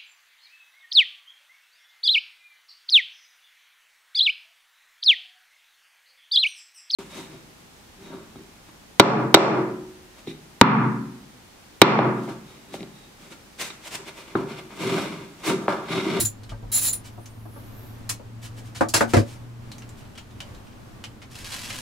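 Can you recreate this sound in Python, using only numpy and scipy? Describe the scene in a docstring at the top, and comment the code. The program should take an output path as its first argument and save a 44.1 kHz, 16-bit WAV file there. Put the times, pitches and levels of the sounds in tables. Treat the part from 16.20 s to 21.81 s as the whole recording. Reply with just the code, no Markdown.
"""Undoing a battery lead in the bilge

Close up in a small boat, in stereo. Steel scrapes and squeaks on the terminal nut, the wrench clinks
and is laid on the deck with a few knocks, then fingers tick and rub at the clamp. The close walls
smear every hit. Behind it are a far engine's hum, a faint high whistle and a low outdoor rumble."""
import sys
import numpy as np
from scipy import signal
from scipy.fft import rfft, irfft
from scipy.io import wavfile
from scipy.ndimage import uniform_filter1d

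SR = 44100
rng = np.random.default_rng(int(sys.argv[2]) if len(sys.argv) > 2 else 0)


def unload_audio(sound):
    """Save the sound as a 16-bit wav file, at the path given as the first command line argument."""
    columns = np.transpose(np.atleast_2d(sound))
    # keep every value between -1 and 1, then stretch to whole-number steps
    steps = np.round(np.clip(columns, -1, 1) * 32767)
    wavfile.write(sys.argv[1], SR, steps.astype(np.int16))


N = 247401
HZ = np.fft.rfftfreq(8192, 1 / SR)  # the frequencies of every gain curve

# broad colour of the battery clamp: frequency_hz, level_db
CLAMP_COLOUR = [(200, -15), (700, -0.5), (1600, 0), (2700, -1), (5000, -1), (9000, -2.5), (15000, -10)]
# its resonances: pitch_hz, width_hz, lift_db
CLAMP_RESONANCES = [(2330, 99, 3.2), (3020, 130, 3.8)]


def scrapes():
    """Steel rasps over the nut as each pull swells and eases; where it catches, one mode sings."""
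    nut_colour = [(150, -22), (1000, -13.5), (2200, -12), (3200, -12), (6000, -8), (8300, -5), (9700, -1.5),
                  (11200, -2.5), (12900, -15), (14500, -3), (16000, -10)]  # frequency_hz, level_db
    nut_modes = [(3900, 83, 9.1), (4160, 60, 11.4), (7180, 120, 13.4), (9680, 77, 4.3), (10980, 120, 13),
                 (14400, 200, 6), (14920, 120, 7)]  # pitch_hz, width_hz, lift_db
    pulls = [(0.001, 15, 0.0079), (0.019, 4.5, 0.016), (0.049, 8.5, 0.0083), (0.517, 17, 0.081),
             (0.611, 17.5, .078), (0.73, 5, 0.0072)]  # start_s, strength_db, length_s
    squeaks = [(0.049, 23, 0.0106, 7030), (0.531, 23.5, 0.039, 6970), (0.534, 20.5, 0.026, 10900),
               (0.62, 17, 0.018, 9760), (0.63, 10, 0.01, 10500), (0.673, 21, 0.03, 7040),
               (0.727, 20, .009, 9700)]  # start_s, strength_db, length_s, pitch_hz
    grip, squeak_width_hz = 0.61, 350  # grip: force at the ends of a pull, as a share of its peak
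    out, nut = np.zeros((2, N)), body(nut_colour, nut_modes)
    for s, db, length in pulls:
        progress = np.linspace(0, 1, int(length * SR))
        force = np.interp(progress, [0, 0.7, 1], [grip, 1, grip])
        rasp = contacts(force, per_s=3000, spread_db=2.0)
        add(out, s, amp(db) * excite(rasp, nut, direct_db=-5.5))
    for s, db, length, hz in squeaks:
        force = signal.windows.tukey(int(length * SR), .3)
        catches = contacts(force, per_s=2100, spread_db=1.5)
        singing_mode = nut * np.sqrt(peaks([(hz, squeak_width_hz, 0)]))
        add(out, s, amp(db) * excite(catches, singing_mode, direct_db=-8.5))
    return out


def clinks():
    """The wrench strikes metal: a bright crash of short modes."""
    hits = [(1.892, 9, 453, 0.5), (2.686, 2.5, 4100, -2.5), (2.738, 18, 353, -1.5),
            (2.761, 11.5, 590, -2.5), (2.936, 4, 300, -7)]  # start_s, strength_db, low_edge_hz, tilt_db_per_octave
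    wrench_colour = [(200, -11), (1400, -0.5), (3500, -5), (5500, -1.5), (8500, -2), (11500, -3),
                     (13300, -17), (15500, -11)]  # frequency_hz, level_db
    wrench_modes = [(1430, 28, 2.1), (2710, 107, 3.7), (4190, 110, 5.4), (4487, 51, 4.5), (4820, 72, 5.9),
                    (5260, 62, 8), (6150, 97, 3.2), (7250, 150, 8.4), (9980, 83, 3.8)]  # pitch_hz, width_hz, lift_db
    out, wrench = np.zeros((2, N)), body(wrench_colour, wrench_modes)
    for s, db, low_hz, tilt_db in hits:
        chatter_s = 0.0034 * amp(0.32 * db)  # harder hits chatter longer
        tilt = amp(tilt_db * np.log2((HZ + 1) / 6000))
        gain = wrench * above(low_hz, order=3) * tilt
        add(out, s, amp(db) * excite(blow(chatter_s), gain, direct_db=-13))
    return out * lean_left(0.5)


def knocks():
    """Soft blows on the deck are dull and settle slowly; heavy ones rap and set the boards booming."""
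    hits = [(0.001, 24, 264, -8), (0.036, 9.5, 200, 15.5), (0.318, 3.5, 1410, 16), (0.427, 0.5, 940, 16),
            (0.976, 2.5, 900, 8), (1.255, 0.5, 1080, 5), (1.359, -0.5, 1195, 0), (1.995, 1.5, 900, -9),
            (2.609, 28, 1335, -5), (2.744, 20.5, 1440, 4), (2.808, 28, 1650, -7), (2.936, 33, 614, 2.5),
            (2.967, 32, 583, 9.5)]  # start_s, strength_db, high_edge_hz, relative_boom_db
    deck_colour = [(40, -20), (120, -15), (190, -9.5), (320, -1.5), (750, -5), (1400, -2.5), (3000, -2.5),
                   (9000, 31)]  # frequency_hz, level_db
    deck_modes = [(230, 10.6, 14.2), (300, 23, 3), (326, 19, 6.8), (560.4, 28, 10.3), (706, 24, 8),
                  (836, 35.6, 4.1), (903, 40, 4.2), (1173, 16, 4.4), (1527, 75, 3)]  # pitch_hz, width_hz, lift_db
    boom_modes = [(105.7, 7.2, 10.5), (138.3, 3.8, 1)]  # pitch_hz, width_hz, lift_db
    out, deck = np.zeros((2, N)), body(deck_colour, deck_modes)
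    boom_gain = np.sqrt(peaks(boom_modes)) * above(63, order=2) * below(165, order=3)
    boom = ring(np.ones(1), boom_gain)
    boom_pair = np.array([boom, np.roll(boom, SR // 2000)]) * lean_left(0.6)  # left side first
    for s, db, high_hz, boom_db in hits:
        chatter_s = 5.6 / high_hz * amp(-0.51 * db)  # 5.6 cycles of the high edge at 0 dB
        rap = amp(db - 45) * below(2130, order=4)  # its share grows with the force
        wood = deck * np.hypot(below(high_hz, order=4), rap)
        add(out, s, amp(db) * excite(blow(chatter_s), wood, direct_db=-10.5) * lean_left(0.5))
        add(out, s, amp(db + boom_db) * boom_pair)
    return out


def tick(chatter_s, hz):
    """A small held part adds a damped mode to the clamp's; small parts are bright, slow touches dead."""
    lift_db = 11.5 - 503 * chatter_s
    part_mode = (hz, hz / 10, lift_db)
    gain = body(CLAMP_COLOUR, CLAMP_RESONANCES + [part_mode]) * below(2.13 * hz, order=2)
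    return excite(blow(chatter_s), gain, direct_db=-3.5)


def ticks():
    """Clamp and nut touch: clear ticks, and faint ones at loose intervals while the fingers search."""
    touches = [(0.234, -17.5, 0.0034, 4230), (0.293, -10, 0.0085, 3200), (1.058, -14.5, 0.0048, 6240),
               (2.548, -2, 0.021, 4270), (2.976, -1, 0.013, 4900), (3.517, -10, .002, 4160),
               (3.583, -17.5, .0003, 6240), (3.621, -13.5, 0.0014, 2600), (3.692, -19.5, .0003, 7460),
               (3.953, -17, 0.0052, 3200), (3.977, -7, 0.0062, 3040), (4.204, -3, 0.0019, 3000),
               (4.347, -20, 0.0032, 4000), (4.467, -21, 0.0035, 2900), (4.840, -3, 0.003, 2950),
               (5.018, -9, 0.0085, 2210), (5.323, -3, .0043, 4230), (5.502, 0.5, 0.0053, 2200)]  # start_s, strength_db, chatter_s, pitch_hz
    search_span_s, gap_s = (3.2, 4.7), 0.25
    out = np.zeros((2, N))
    for s, db, chatter_s, hz in touches:
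        add(out, s, amp(db) * tick(chatter_s, hz))
    for s in np.arange(*search_span_s, gap_s):
        timing, force, pitch = rng.uniform(-1, 1, 3)
        fidget = amp(-22 + 4 * force) * tick(chatter_s=0.0047, hz=3130 * 1.3 ** pitch)
        add(out, s + .5 * timing * gap_s, fidget)
    return out


def brushes():
    """The lead and its clamp slide along the boards: contacts swell and fade, and hardly ring."""
    slides = [(0.83, -9.5, 0.066), (2.207, -5.5, 0.078), (2.353, -12.5, .06), (2.419, -15.5, 0.094),
              (2.792, 0.5, 0.037), (2.859, -4.5, 0.093), (3.02, -9.5, .17), (3.76, -18.5, 0.048)]  # start_s, strength_db, length_s
    out = np.zeros((2, N))
    gain = body(CLAMP_COLOUR, CLAMP_RESONANCES) * below(11600, order=2)
    for s, db, length in slides:
        friction = contacts(np.hanning(int(length * SR)), per_s=2400, spread_db=2.5)
        add(out, s, amp(db) * excite(friction, gain, direct_db=-5))
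    return out


def rubbing():
    """Gritty friction comes in clumps as the fingers twist the clamp loose."""
    effort = [(5.10, -53), (5.17, -40), (5.225, -42), (5.34, -35), (5.435, -40), (5.465, -35.5),
              (5.53, -35), (5.61, -40)]  # time_s, level_db
    rub_colour = [(150, -12), (400, -12), (850, -5.5), (1600, -2.5), (2700, -1), (5000, -3), (8000, -7),
                  (11200, -11), (15800, -24)]  # frequency_hz, level_db
    t = np.arange(N) / SR
    level_db, = follow(effort)
    grit = contacts(amp(2.3 * drift(80)), per_s=2000, spread_db=4.0)
    friction = unit(ring(grit, amp(read(rub_colour, HZ))))[:N]
    rub = friction * amp(level_db) * (t > effort[0][0])
    turn = 2 * np.pi * 3 * t  # the moving hand shifts between two sets of reflections
    shares = np.cos(turn) ** 2, np.sin(turn) ** 2
    return sum(cabin(rub * share, direct_db=0)[:, :N] for share in shares)


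def sways():
    """The hull throbs a few times: twice as a body shifts its weight, and once under the heaviest knock on the
    deck."""
    pushes = [(0.265, -34.5, 0.072), (0.403, -34.5, 0.066), (2.931, -34, 0.062)]  # start_s, level_db, half_length_s
    out, hull_hz = np.zeros((2, N)), 43
    for s, db, half_length in pushes:
        t = np.arange(int(2 * half_length * SR)) / SR
        throb = np.hanning(len(t)) * np.sin(2 * np.pi * hull_hz * t)
        add(out, s, amp(db) * throb[None])
    return out


def engine():
    """A far engine: one low hum that creeps up in pitch and wavers, with a weak octave."""
    loudness = [(0, -50), (0.6, -44.5), (1.4, -46), (2.2, -41), (3.4, -43), (3.9, -55), (5.61, -53.5)]  # time_s, level_db
    start_hz, climb_hz_per_s = 107, 3.3
    db, = follow(loudness)
    hz = (start_hz + climb_hz_per_s * np.arange(N) / SR) * (1 + 0.0052 * drift(5.4))
    phase = 2 * np.pi * np.cumsum(hz) / SR + np.array([[0], [.3]])  # reaches the right side first
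    hum = np.sqrt(2) * (np.sin(phase) + amp(-15.5) * np.sin(2 * phase))
    return amp(db + 1.2 * drift(7.9)) * hum * lean_left(0.6)


def whistle():
    """A thin, broken whistle and a fainter overtone glide inside a high hiss."""
    glide = [(0.8, 9000, -85), (0.94, 9560, -68), (1.15, 8620, -67.5), (1.45, 11260, -61),
             (1.52, 11300, -64), (1.63, 13000, -58), (1.8, 10650, -69)]  # time_s, pitch_hz, level_db
    t = np.arange(N) / SR
    hz, db = follow(glide)
    phase = 2 * np.pi * np.cumsum(hz * (1 + 0.011 * drift(14.7))) / SR
    tones = sum(amp(lift_db + 4.7 * drift(13)) * drift(220) * np.sin(ratio * phase)
                for ratio, lift_db in [(1, 0.5), (1.2, -4.5)])
    hiss = amp(3.5) * drift(2900) * np.sin(2 * np.pi * 12800 * t)
    sounding = (t > glide[0][0]) * (t < glide[-1][0])
    return cabin((tones + hiss) * amp(db) * sounding, direct_db=-3)[:, :N]


def air():
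    """Low outdoor rumble and faint hiss, swelling a little."""
    colour = [(20, -7), (42, -3), (68, -10), (102, 0.4), (155, -12), (228, -6), (388, -16), (1120, -21),
              (2000, -27), (7300, -37), (10000, -41), (14000, -43), (16000, -50)]  # frequency_hz, relative_level_db
    likeness = [(30, 0.4), (100, 1), (300, 0.48), (640, 0.035), (2500, 0.034), (8000, 0.3), (15000, 0.51)]  # frequency_hz, left_right_correlation
    wash = noise_pair(likeness, lambda hz, t: read(colour, hz)[:, None], count=N, size=4096)
    level_db = -44 + 1.2 * drift(3)
    return amp(level_db) * unit(wash)


def cabin(x, direct_db):
    """At the microphone: direct sound, dense reflections off close walls and a faint, dull late tail."""
    decay = [(150, 0.19), (500, 0.17), (1500, 0.13), (6000, 0.13), (14000, 0.12)]  # frequency_hz, t60_s
    likeness = [(100, 0.4), (300, 0.088), (1400, 0.013), (4000, 0.44), (14000, 0.14)]  # frequency_hz, left_right_correlation

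    def decay_db(hz, t):
        early = amp(-60 * t / read(decay, hz)[:, None])
        late = amp(-40 - 60 * t) / (1 + (hz[:, None] / 5000) ** 4)
        return 20 * np.log10(early + late)
    response = noise_pair(likeness, decay_db, count=18000, size=256)  # new reflections for each sound
    response *= 1 - np.exp(-np.arange(response.shape[1]) / (0.00029 * SR))
    response /= np.linalg.norm(response, axis=1, keepdims=True)
    response[:, 0] += amp(direct_db)
    return signal.fftconvolve(x[None], response / np.linalg.norm(response[0]), axes=1)


def contacts(envelope, per_s, spread_db):
    """Tiny impacts of uneven size under an envelope, of total energy 1."""
    count = len(envelope)
    sign = np.sign(rng.standard_normal(count))
    hit = rng.random(count) < per_s / SR
    hit[0] = True
    size = amp(-spread_db * np.log(rng.random(count) + 0.015))
    train = sign * hit * envelope * size
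    return train / (np.linalg.norm(train) + 1e-12)


def blow(chatter_s):
    """Surfaces bed in, then chatter as they settle; a quick hit starts hard, a slow one swells."""
    age = np.arange(SR // 6) / (SR * max(chatter_s, 1e-4))
    bite = .5 * np.exp(-chatter_s / 0.02)
    return contacts((age + bite) * np.exp(-1.5 * age), per_s=2400, spread_db=1.5)


def excite(force, gain, direct_db):
    """A force rings an object in the cabin; its spectrum is evened out so the object sets the colour."""
    pair = cabin(force, direct_db)
    power = uniform_filter1d(abs(rfft(pair, 32768)) ** 2, size=260, axis=1)[:, ::4]
    return np.array([ring(x, gain / np.sqrt(p + 1e-6)) for x, p in zip(pair, power)])


def body(colour, modes):
    """Gain of an object: a broad colour with resonances standing out of it."""
    return amp(read(colour, HZ)) * np.sqrt(1 + peaks(modes))


def peaks(modes):
    """Power gain of a set of resonances."""
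    return sum(amp(db) ** 2 / (1 + (2 * (HZ - hz) / width) ** 2) for hz, width, db in modes)


def ring(x, gain):
    """Passes x through the minimum-phase filter that has this gain."""
    log_gain = np.log(np.maximum(gain, 1e-5))
    mirrored = np.r_[log_gain, log_gain[-2:0:-1]]
    taps = np.fft.ifft(np.exp(np.conj(signal.hilbert(mirrored)))).real
    fade = np.minimum(np.linspace(2, 0, len(HZ)), 1)  # the ring dies out without a click
    return signal.fftconvolve(x, taps[:len(HZ)] * fade)


def noise_pair(likeness, field_db, count, size):
    """Partly alike left and right noises, shaped by field_db(hz, seconds)."""
    frames = dict(nperseg=size, noverlap=size * 3 // 4)
    hz, t, (a, b) = signal.stft(rng.standard_normal((2, count)), SR, **frames)
    correlation = read(likeness, hz)[:, None]
    mid, side = a * np.sqrt((1 + correlation) / 2), b * np.sqrt((1 - correlation) / 2)
    spectra = np.array([mid + side, mid - side]) * amp(field_db(hz, t))
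    return signal.istft(spectra, SR, **frames)[1][:, :count]


def drift(rate_hz):
    """A random wander of rms 1 that rolls off above rate_hz."""
    smoothing = np.exp(-(np.fft.rfftfreq(N, 1 / SR) / rate_hz) ** 2)
    return unit(irfft(rfft(rng.standard_normal(N)) * smoothing, N))


def below(edge_hz, order):
    """Gain of a low-pass."""
    return 1 / np.sqrt(1 + (HZ / edge_hz) ** (2 * order))


def above(edge_hz, order):
    """Gain of a high-pass."""
    return np.sqrt(1 - below(edge_hz, order) ** 2)


def read(points, hz):
    """A curve's value at hz, on a log frequency axis."""
    point_hz, value = np.transpose(points)
    return np.interp(np.log(hz + 1), np.log(point_hz + 1), value)


def follow(rows):
    """The columns of a timed table at every sample."""
    s, *columns = np.transpose(rows)
    return [np.interp(np.arange(N) / SR, s, column) for column in columns]


def add(mix, start_s, sound):
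    """Mixes a sound in at start_s."""
    part = mix[:, round(start_s * SR):][:, :sound.shape[1]]
    part += sound[:, :part.shape[1]]


def lean_left(db):
    """Gains that raise the left side and lower the right by db."""
    return amp([[db], [-db]])


def amp(db):
    """Decibels to amplitude."""
    return 10 ** (np.asarray(db) / 20)


def unit(x):
    """Scales x to rms 1."""
    return x / np.sqrt(np.mean(x ** 2) + 1e-20)


def scene():
    """The close work on the battery over the boat's background."""
    work = scrapes() + clinks() + knocks() + sways() + ticks() + brushes() + rubbing()
    return work + engine() + whistle() + air()


def record(dry):
    """The microphone's band limit."""
    low_pass = signal.firwin(511, cutoff=15850, window=("kaiser", 9), fs=SR)
    return signal.oaconvolve(dry, low_pass[None], "same")


dry = scene()
out = record(dry)
unload_audio(out)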